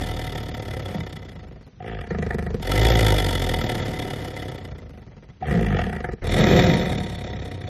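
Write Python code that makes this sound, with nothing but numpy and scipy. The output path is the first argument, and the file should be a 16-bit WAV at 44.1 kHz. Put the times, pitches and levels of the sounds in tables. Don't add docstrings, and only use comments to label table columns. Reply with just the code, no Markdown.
import sys
import numpy as np
from scipy import signal
from scipy.fft import rfft, irfft, next_fast_len
from scipy.io import wavfile
from scipy.ndimage import uniform_filter1d, map_coordinates

SR = 44100
rng = np.random.default_rng(int(sys.argv[2]) if len(sys.argv) > 2 else 0)


def gain_from_decibels(decibels):
    exponent = np.asarray(decibels, float) / 20
    return 10 ** exponent


def pcm_store(signal):
    levels = np.round(np.clip(np.atleast_2d(signal), -1, 1) * 32767)
    wavfile.write(sys.argv[1], SR, levels.astype(np.int16).T)


N = 339112

# (start [s], end [s])
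INWARD = [
    (1.8, 2.59),
    (5.41, 6.21),
]
MEAN_EFFORT_DB = -32
SLOW_HZ = 31


def unit(x):
    return x / np.sqrt(np.mean(x ** 2) + 1e-20)


def look_up(table, x):
    return np.interp(x, *np.transpose(table))


def curves(tables):
    s, *cols = np.transpose(np.concatenate(tables))
    return [np.interp(np.arange(N) / SR, s, c) for c in cols]


def wobble(rate):
    knots = rng.standard_normal(int(N * rate / SR) + 4)
    return map_coordinates(knots, [np.arange(N) * rate / SR])


def filtered(x, response):
    m = next_fast_len(N + SR // 2)
    return irfft(rfft(x, m) * response(np.fft.rfftfreq(m, 1 / SR)), m)[:N]


def tract(x, modes, low_hz):
    def response(f):
        ring = 0
        for k, (c, w, db) in enumerate(modes):
            ring = ring + (-1) ** k * gain_from_decibels(db) * 1j * f * w / (c * c - f * f + 1j * f * w)
        ring = ring * (1j * f / (low_hz + 1j * f)) ** 2
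        return ring / np.sqrt(np.mean(np.abs(ring) ** 2))
    return filtered(x, response)


def cat():
    folds = fold_motion()
    kicks, gate = flutter_edges(fold_kicks(**folds), air_gate(**folds), folds["chaos"])
    lumps = gain_from_decibels(2.88 * wobble(170))

    def voiced(shapes, low_hz, kick, db, depth):
        air = unit(gate ** depth * lumps * rng.standard_normal(N))
        push = (air + kick * kicks) / np.sqrt(1 + kick ** 2) * gain_from_decibels(db)
        return sum(tract(push * when, modes, low_hz) for modes, when in shapes)

    parts = [part(voiced, **folds) for part in (chest, throat, mouth, teeth)]
    return chest_tone(**folds) + sum(parts)


def fold_motion():
    # (time [s], flap rate [Hz])
    fold_rates = [
        [(0.0, 40.55), (0.3, 37.05), (0.6, 36.1), (0.9, 33.34), (1.2, 32.0), (1.45, 24.65), (1.7, 14.86)],
        [(1.8, 45.05), (1.87, 58.55), (1.97, 52.95), (2.06, 27.37), (2.25, 24.9), (2.58, 25.37)],
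        [(2.61, 40.12), (2.72, 48.3), (2.87, 58.42), (3.05, 53.15), (3.35, 44.75), (3.68, 37.62), (4.4, 33.57),
         (4.9, 25.73), (5.32, 13.61)],
        [(5.41, 64.44), (5.47, 79.56), (5.55, 58.42), (5.7, 50.8), (5.85, 37.68), (5.97, 25.27), (6.2, 19.94)],
        [(6.22, 40.18), (6.3, 41.98), (6.5, 40.19), (6.7, 38.59), (6.85, 39.14), (7.05, 33.97), (7.35, 33.3),
         (7.69, 30.41)],
    ]
    # (time [s], effort [dB], mouth opening [dB], chest ring [0-1])
    growls = [
        [(0.0, -30, -5, 0), (.03, -35, 3, 0.3), (.5, -39.5, 1.5, 0.35), (.84, -37.5, -1, 0.03),
         (.93, -38.5, -1.5, 0.92), (1.15, -45, 1, 0.35), (1.35, -49.5, -1, 0.63), (1.6, -50.5, -7.5, 0.21),
         (1.79, -54, -11, 0.9)],
        [(2.61, -43.5, 4.5, 0), (2.71, -27, 2, 0.03), (2.85, -23.5, 2.5, .03), (3.1, -25, 2, 0),
         (3.35, -32, 4, 0.3), (3.75, -32, 0.5, 0.4), (4.45, -38, 0, 0), (4.9, -50, -5, 0.52),
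         (5.4, -57, -2, 0.2)],
        [(6.22, -30.5, -9, 0.45), (6.28, -33.5, 2, 0.76), (6.4, -22, -1, 0.64), (6.56, -19.5, -2, .7),
         (6.74, -24.5, -0.5, 0.72), (6.95, -35, -1, 0.78), (7.13, -40.5, 1, 0.7), (7.45, -40, -0.5, .3),
         (7.69, -43.5, -2, 0.3)],
    ]
    # (time [s], effort [dB], mouth opening [dB], chest ring [0-1])
    snores = [
        [(1.8, -46.5, 1.5, 0.07), (1.89, -37.5, 9.5, 0), (1.97, -39, 5.5, 0), (2.07, -46.5, 7.5, 0.37),
         (2.11, -34.5, -0.5, 0.85), (2.3, -33, 2, 0.4), (2.46, -34.5, 1.5, 0.7), (2.55, -29, -9, 0.2),
         (2.6, -39.5, -10, 0.8)],
        [(5.41, -38.5, -0.5, 0.02), (5.44, -40.5, 8.5, .1), (5.5, -28, 4.5, .6), (5.56, -28, 1, 0.94),
         (5.78, -30.5, 4.5, 0.95), (5.9, -36, 6.5, 0.8), (6.07, -39.5, 4.5, 0.1), (6.13, -32, -8.5, 0.1),
         (6.21, -69, 17, .4)],
    ]
    # (time [s], extra level [dB])
    pops = [(2.112, 8), (2.306, 4), (2.383, 2), (3.69, 4), (3.715, 4), (5.748, 3), (5.793, 4), (5.934, 5),
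            (5.965, 3), (6.044, 8), (6.088, 7)]
    # (flap rate [Hz], scatter [dB])
    growl_scatter = [(22, 1.5), (35, .4)]
    snore_scatter = [(25, 1.5), (45, .8)]
    swell_s, alternate_db = .005, 1
    t = np.arange(N) / SR
    rate_hz, = curves(fold_rates)
    effort_db, opening_db, ring = curves([sorted(sum(growls + snores, []))])

    times = openings(rate_hz, jitter=.012)
    snore = sum((times >= start) & (times < end) for start, end in INWARD) > 0
    times = times - swell_s * snore
    pace_hz = np.interp(times, t, rate_hz)
    cycle = np.clip(np.searchsorted(times, t, "right") - 1, 0, None)

    luck = rng.standard_normal((len(times), 6))
    scatter_db = np.where(snore, look_up(snore_scatter, pace_hz), look_up(growl_scatter, pace_hz))
    own_db = (luck[:, 2:] * scatter_db[:, None])[cycle].T
    turns = (-1) ** np.arange(len(times)) * (snore & (pace_hz < SLOW_HZ))
    nearest = [np.abs(times - s).argmin() for s, db in pops]
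    stuck_db = np.bincount(nearest, [db for s, db in pops], len(times))
    return dict(
        t=t, rate_hz=rate_hz, effort_db=effort_db, swing_db=effort_db - MEAN_EFFORT_DB,
        opening_db=opening_db, ring=np.clip(ring, 0, 1), chaos=strain(),
        times=times, snore=snore, pace_hz=pace_hz, period=np.diff(times, append=N), luck=luck,
        cycle=cycle, since=np.abs(t - times[cycle]), inward=snore[cycle],
        lowered=t > 6.215,
        own_db=own_db, turn_db=(alternate_db * turns)[cycle], stuck_db=stuck_db, pop_db=stuck_db[cycle])


def openings(rate_hz, jitter):
    # (start [s], last flap [s])
    breaths = [
        (0, 1.665),
        (1.798, 2.543),
        (2.59, 5.287),
        (5.409, 6.181),
        (6.216, 7.668),
    ]
    t = np.arange(N) / SR
    turns = np.cumsum(rate_hz) / SR
    times = []
    for start, last in breaths:
        counts = np.arange(*np.interp([last, start], t, turns), -1)
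        times.append(np.interp(counts, turns, t))
    times = np.sort(np.concatenate(times))
    times = times + jitter * rng.standard_normal(len(times)) / np.interp(times, t, rate_hz)
    return np.append(np.abs(times), N / SR + .01)


def strain():
    # (start [s], end [s], share taken over [0-1])
    strains = [
        (.865, 1.015, .7),
        (3.61, 4.75, .3),
        (5.51, 5.59, .35),
        (6.35, 6.9, .7),
    ]
    rise_s, rest = .06, .08
    t = np.arange(N) / SR
    held = sum(share * ((t > start) & (t < end)) for start, end, share in strains)
    return np.maximum(uniform_filter1d(held, round(rise_s * SR)), rest)


def opening_shape(snore, pace_hz, period, luck, stuck_db, **rest):
    rise = np.where(snore, .0058, np.where(pace_hz > SLOW_HZ, .004, .003)) * gain_from_decibels(-.25 * stuck_db)
    open_s = np.where(snore, .36, .55) * period * gain_from_decibels(.6 * luck[:, 1])
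    longest_s = np.where(snore, 0.011, .022)
    return rise, np.minimum(open_s, longest_s)


def fold_kicks(times, luck, rate_hz, **rest):
    rise, open_s = opening_shape(luck=luck, **rest)
    kicks = np.zeros(N)
    for delay, db in [(1.1 * rise, 0), (open_s, -6)]:
        at = np.round((times + delay) * SR).astype(int)
        kicks[at[at < N]] += gain_from_decibels(db + 1.5 * luck[at < N, 0])
    return kicks / np.sqrt(rate_hz / SR)


def air_gate(rate_hz, cycle, since, lowered, **rest):
    # (flap rate [Hz], level [dB])
    leak = [(27, -12.5), (40, -9.5), (60, -12.5)]
    lowered_leak_db = 6.5
    rise, open_s = opening_shape(**rest)
    shut = 1 / (1 + np.exp(np.clip((open_s[cycle] - since) / 0.0014, -30, 30)))
    gap = (1 - np.exp(-(since / rise[cycle]) ** 2.6)) * gain_from_decibels(-120 * since) * (1 - shut)
    return 1.3 * gap + gain_from_decibels(look_up(leak, rate_hz) + lowered_leak_db * lowered - 70 * since)


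def flutter_edges(kicks, gate, chaos):
    edge_hz = 174
    edge = np.cumsum(edge_hz * (1 + .07 * wobble(70))) / SR
    ticks = np.diff(np.floor(edge), prepend=0) * gain_from_decibels(3.33 * wobble(110)) / np.sqrt(edge_hz / SR)
    kicks = np.sqrt(1 - chaos) * kicks + 0.96 * np.sqrt(chaos) * ticks
    puffs = 0.83 * (1 + .5 * np.cos(2 * np.pi * edge)) * gain_from_decibels(1.03 * wobble(45))
    return kicks, (1 - chaos) * gate + chaos * puffs


def chest_tone(t, times, period, cycle, rate_hz, swing_db, ring, chaos, inward, **rest):
    # (frequency [Hz], level [dB])
    radiated = [(18, -25), (28, -17.5), (40, 0), (55, 0.5), (110, 2.5), (170, -19)]
    overtones_db = (6, 0.3, -2)
    catch_s = 0.086
    third_rings_db = -0.5
    level_db = -27.5 + 0.81 * swing_db - 16.5 * chaos + (-5.3 + 4) * inward
    caught = sum((t > start) & (t < start + catch_s) for start, end in INWARD)
    flapping = np.abs(uniform_filter1d(1. 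* (period[cycle] < .07) - caught, size=900))
    phase = 2 * np.pi * np.interp(t, times, np.arange(len(times)))
    tone = np.zeros(N)
    for k, db, lag in zip((1, 2, 3), overtones_db, (1.9, 2.5, 3.4)):
        harmonic_db = db + look_up(radiated, k * rate_hz) + third_rings_db * ring * (k == 3)
        tone += gain_from_decibels(level_db + harmonic_db + 1.1 * wobble(12)) * np.cos(k * phase + lag)
    return flapping * tone


def chest(voiced, swing_db, ring, inward, own_db, **rest):
    # (resonance [Hz], width [Hz], level [dB])
    chest_modes = [(65, 30, -7), (125, 70, -5.5), (174, 20, 4.5), (212, 45, -4)]
    db = -33 + 0.87 * swing_db + 6 * ring + 0.2 * inward + own_db[0]
    db = db + 1.5 + 1.5 * inward
    shapes = [(chest_modes, np.sqrt(ring)), (chest_modes[:2], np.sqrt(1 - ring))]
    return voiced(shapes, 40, np.where(inward, 1.4, .75), db, depth=.6)


def throat(voiced, rate_hz, effort_db, pop_db, turn_db, own_db, inward, **rest):
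    # (resonance [Hz], width [Hz], level [dB])
    growl_modes = [(282, 54, 1), (389, 55.8, 1), (509.5, 63, -2.5), (636, 41, -5.5)]
    snore_modes = [(248, 82, -5.5), (366.5, 77, -1), (491, 96, -4.5)]
    # (flap rate [Hz], ratio [1])
    pressed = [(35, 1.2), (55, 2.5)]
    db = effort_db + .5 * pop_db - turn_db + own_db[1]
    shapes = [(growl_modes, ~inward), (snore_modes, inward)]
    return voiced(shapes, 130, look_up(pressed, rate_hz), db, depth=1.1)


def mouth(voiced, effort_db, opening_db, pop_db, turn_db, own_db, inward, lowered, **rest):
    # (resonance [Hz], width [Hz], level [dB])
    growl_modes = [(734.6, 15.6, 7.5), (924, 32, -1.5), (1317, 61, -5), (1807, 150, -7), (2027, 68, -1.5),
                   (2330, 380, -14)]
    snore_modes = [(716, 43, 3), (926, 16, -9), (1247, 110, -10.5), (1713, 130, -6.5), (1930, 120, -5.5),
                   (2360, 150, -15.5)]
    low_modes = [(726, 17, 5), (931.4, 4.9, -1.5), (1292, 59, -12.5), (1637, 150, -13.5), (1965, 170, -7.5),
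                 (2487, 120, -14)]
    db = effort_db + opening_db - 3.5 + 0.2 * inward + pop_db + turn_db + own_db[2]
    shapes = [(growl_modes, ~inward & ~lowered), (snore_modes, inward), (low_modes, lowered)]
    return voiced(shapes, 220, np.where(inward, .32, .13), db, depth=0.94)


def teeth(voiced, rate_hz, effort_db, opening_db, pop_db, own_db, inward, lowered, **rest):
    # (resonance [Hz], width [Hz], level [dB])
    growl_modes = [(2972, 106, 0.5), (3374, 85, 4), (3632, 96, 1.5), (4400, 240, -7.5), (5060, 444, -6.5),
                   (5510, 1080, -11), (7120, 1800, -16.5), (9550, 1300, -17), (12320, 2100, -19)]
    snore_modes = [(2740, 500, 9), (3470, 350, 5.5), (4300, 320, -29), (5500, 1900, -10.5),
                   (6820, 2400, -15.5), (10400, 5000, -20)]
    low_modes = [(3020, 330, -8), (3466, 78, 2.5), (3716, 100, 1.5), (4410, 68, -6.5), (5180, 200, -13.5),
                 (5730, 540, -15.5), (7020, 670, -17), (9460, 9500, -25), (12600, 750, -26.5)]
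    # (flap rate [Hz], level [dB])
    snored_hiss = [(24, -5), (34, 3), (45, 7), (60, 3)]
    # (flap rate [Hz], level [dB])
    growled_hiss = [(18, -6), (30, 0)]
    db = effort_db + 1.8 * opening_db - 9 + 0.66 * pop_db + own_db[3]
    db = db + (-14 + look_up(snored_hiss, rate_hz)) * inward
    db = db + look_up(growled_hiss, rate_hz) * ~inward
    shapes = [(growl_modes, ~inward & ~lowered), (snore_modes, inward), (low_modes, lowered)]
    return voiced(shapes, 1500, .045, db, depth=1.05)


def gasps():
    # (time [s], level [dB], cavity [Hz])
    gasp_list = [
        (1.803, -33, 738),
        (1.845, -33.5, 730),
        (5.424, -21.5, 744),
    ]
    out, t = np.zeros(N), np.arange(round(0.074 * SR)) / SR
    for s, db, hz in gasp_list:
        swell = gain_from_decibels(db + 9 - 890 * t) * (1 - np.exp(-t / 0.0042))
        out[round(s * SR):][:len(t)] += swell * np.sin(2 * np.pi * hz * t)
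    return out


def bird():
    # (time [s], level [dB])
    chirps = [
        (1.4, -64),
        (1.62, -61),
        (2.078, -52),
    ]
    out, t = np.zeros(N), np.arange(round(0.052 * SR)) / SR
    whistle = np.hanning(len(t)) * np.sin(2 * np.pi * (4900 * t - 11000 * t ** 2))
    for s, db in chirps:
        out[round(s * SR):][:len(t)] += gain_from_decibels(db) * whistle
    return out


def yard():
    # (frequency [Hz], density [dB per Hz])
    rumble = [(18, -49), (40, -5), (130, -10), (600, -36.5), (2900, -40), (6000, -44), (7500, -66),
              (22000, -120)]
    f, v = np.transpose(rumble)
    hum = filtered(rng.standard_normal(N), lambda hz: gain_from_decibels(np.interp(np.log(hz + 1), np.log(f + 1), v)))
    return gain_from_decibels(-49.5 + 0.4 * wobble(3.2)) * unit(hum)


def scene():
    voice, t = cat() + gasps(), np.arange(SR // 8) / SR
    tail = rng.standard_normal(len(t)) * gain_from_decibels(-60 * t / .11)
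    wet = signal.fftconvolve(voice, tail / np.linalg.norm(tail))[:N]
    return (voice + gain_from_decibels(-17) * wet + bird() + yard())[None]


def starve(x, size=2048, count=16):
    # (frequency [Hz], share of moments dropped [0-1])
    starved = [(2500, 0.006), (4500, 0.1), (6500, 0.24), (7500, 0.57), (11500, 0.52), (12500, 0.44)]
    # (start [s], end [s])
    overload = [
        (.5, .58),
        (2.9, 2.97),
        (3.62, 3.67),
        (6.4, 6.76),
        (6.8, 6.87),
        (7.3, 7.4),
    ]
    top_hz = 13250
    hz, t, z = signal.stft(x, SR, nperseg=size)
    bands = z[:-1].reshape(size // 2 // count, count, -1)
    level = 10 * np.log10(np.mean(np.abs(bands) ** 2, 1) + 1e-14)
    whole = 10 * np.log10(np.sum(np.abs(z) ** 2, 0) + 1e-14)
    centre = hz[count // 2::count]
    wide = centre[:, None] > 7700
    chance = np.where(wide, 5.5 * rng.standard_normal(whole.shape), 0)
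    chance = chance + np.where(wide, 2.2, 5.5) * rng.standard_normal(level.shape)
    worth = np.where(wide, uniform_filter1d(level, size=9, axis=0), level)
    worth = worth - np.where(wide, .45, .6) * whole + chance
    short = sum((t > start) & (t < end) for start, end in overload)
    worth -= short * np.where(wide, 30 * (centre[:, None] < 11800) + 6, 5)
    rank = worth.argsort(1).argsort(1) / len(whole)
    dropped = np.interp(centre, *np.transpose(starved), left=-1)
    keep = (rank > dropped[:, None]) & (centre[:, None] < top_hz)
    z[:-1] *= np.repeat(keep, count, 0)
    return signal.istft(z, SR, nperseg=size)[1][:N]


def band_limit(x):
    return signal.sosfilt(signal.butter(12, 14200, fs=SR, output="sos"), x)


def record(dry):
    cut = filtered(dry[0], lambda f: (1j * f / (32 + 1j * f)) ** 2)
    return band_limit(starve(cut)[None])


dry = scene()
out = record(dry)
pcm_store(out)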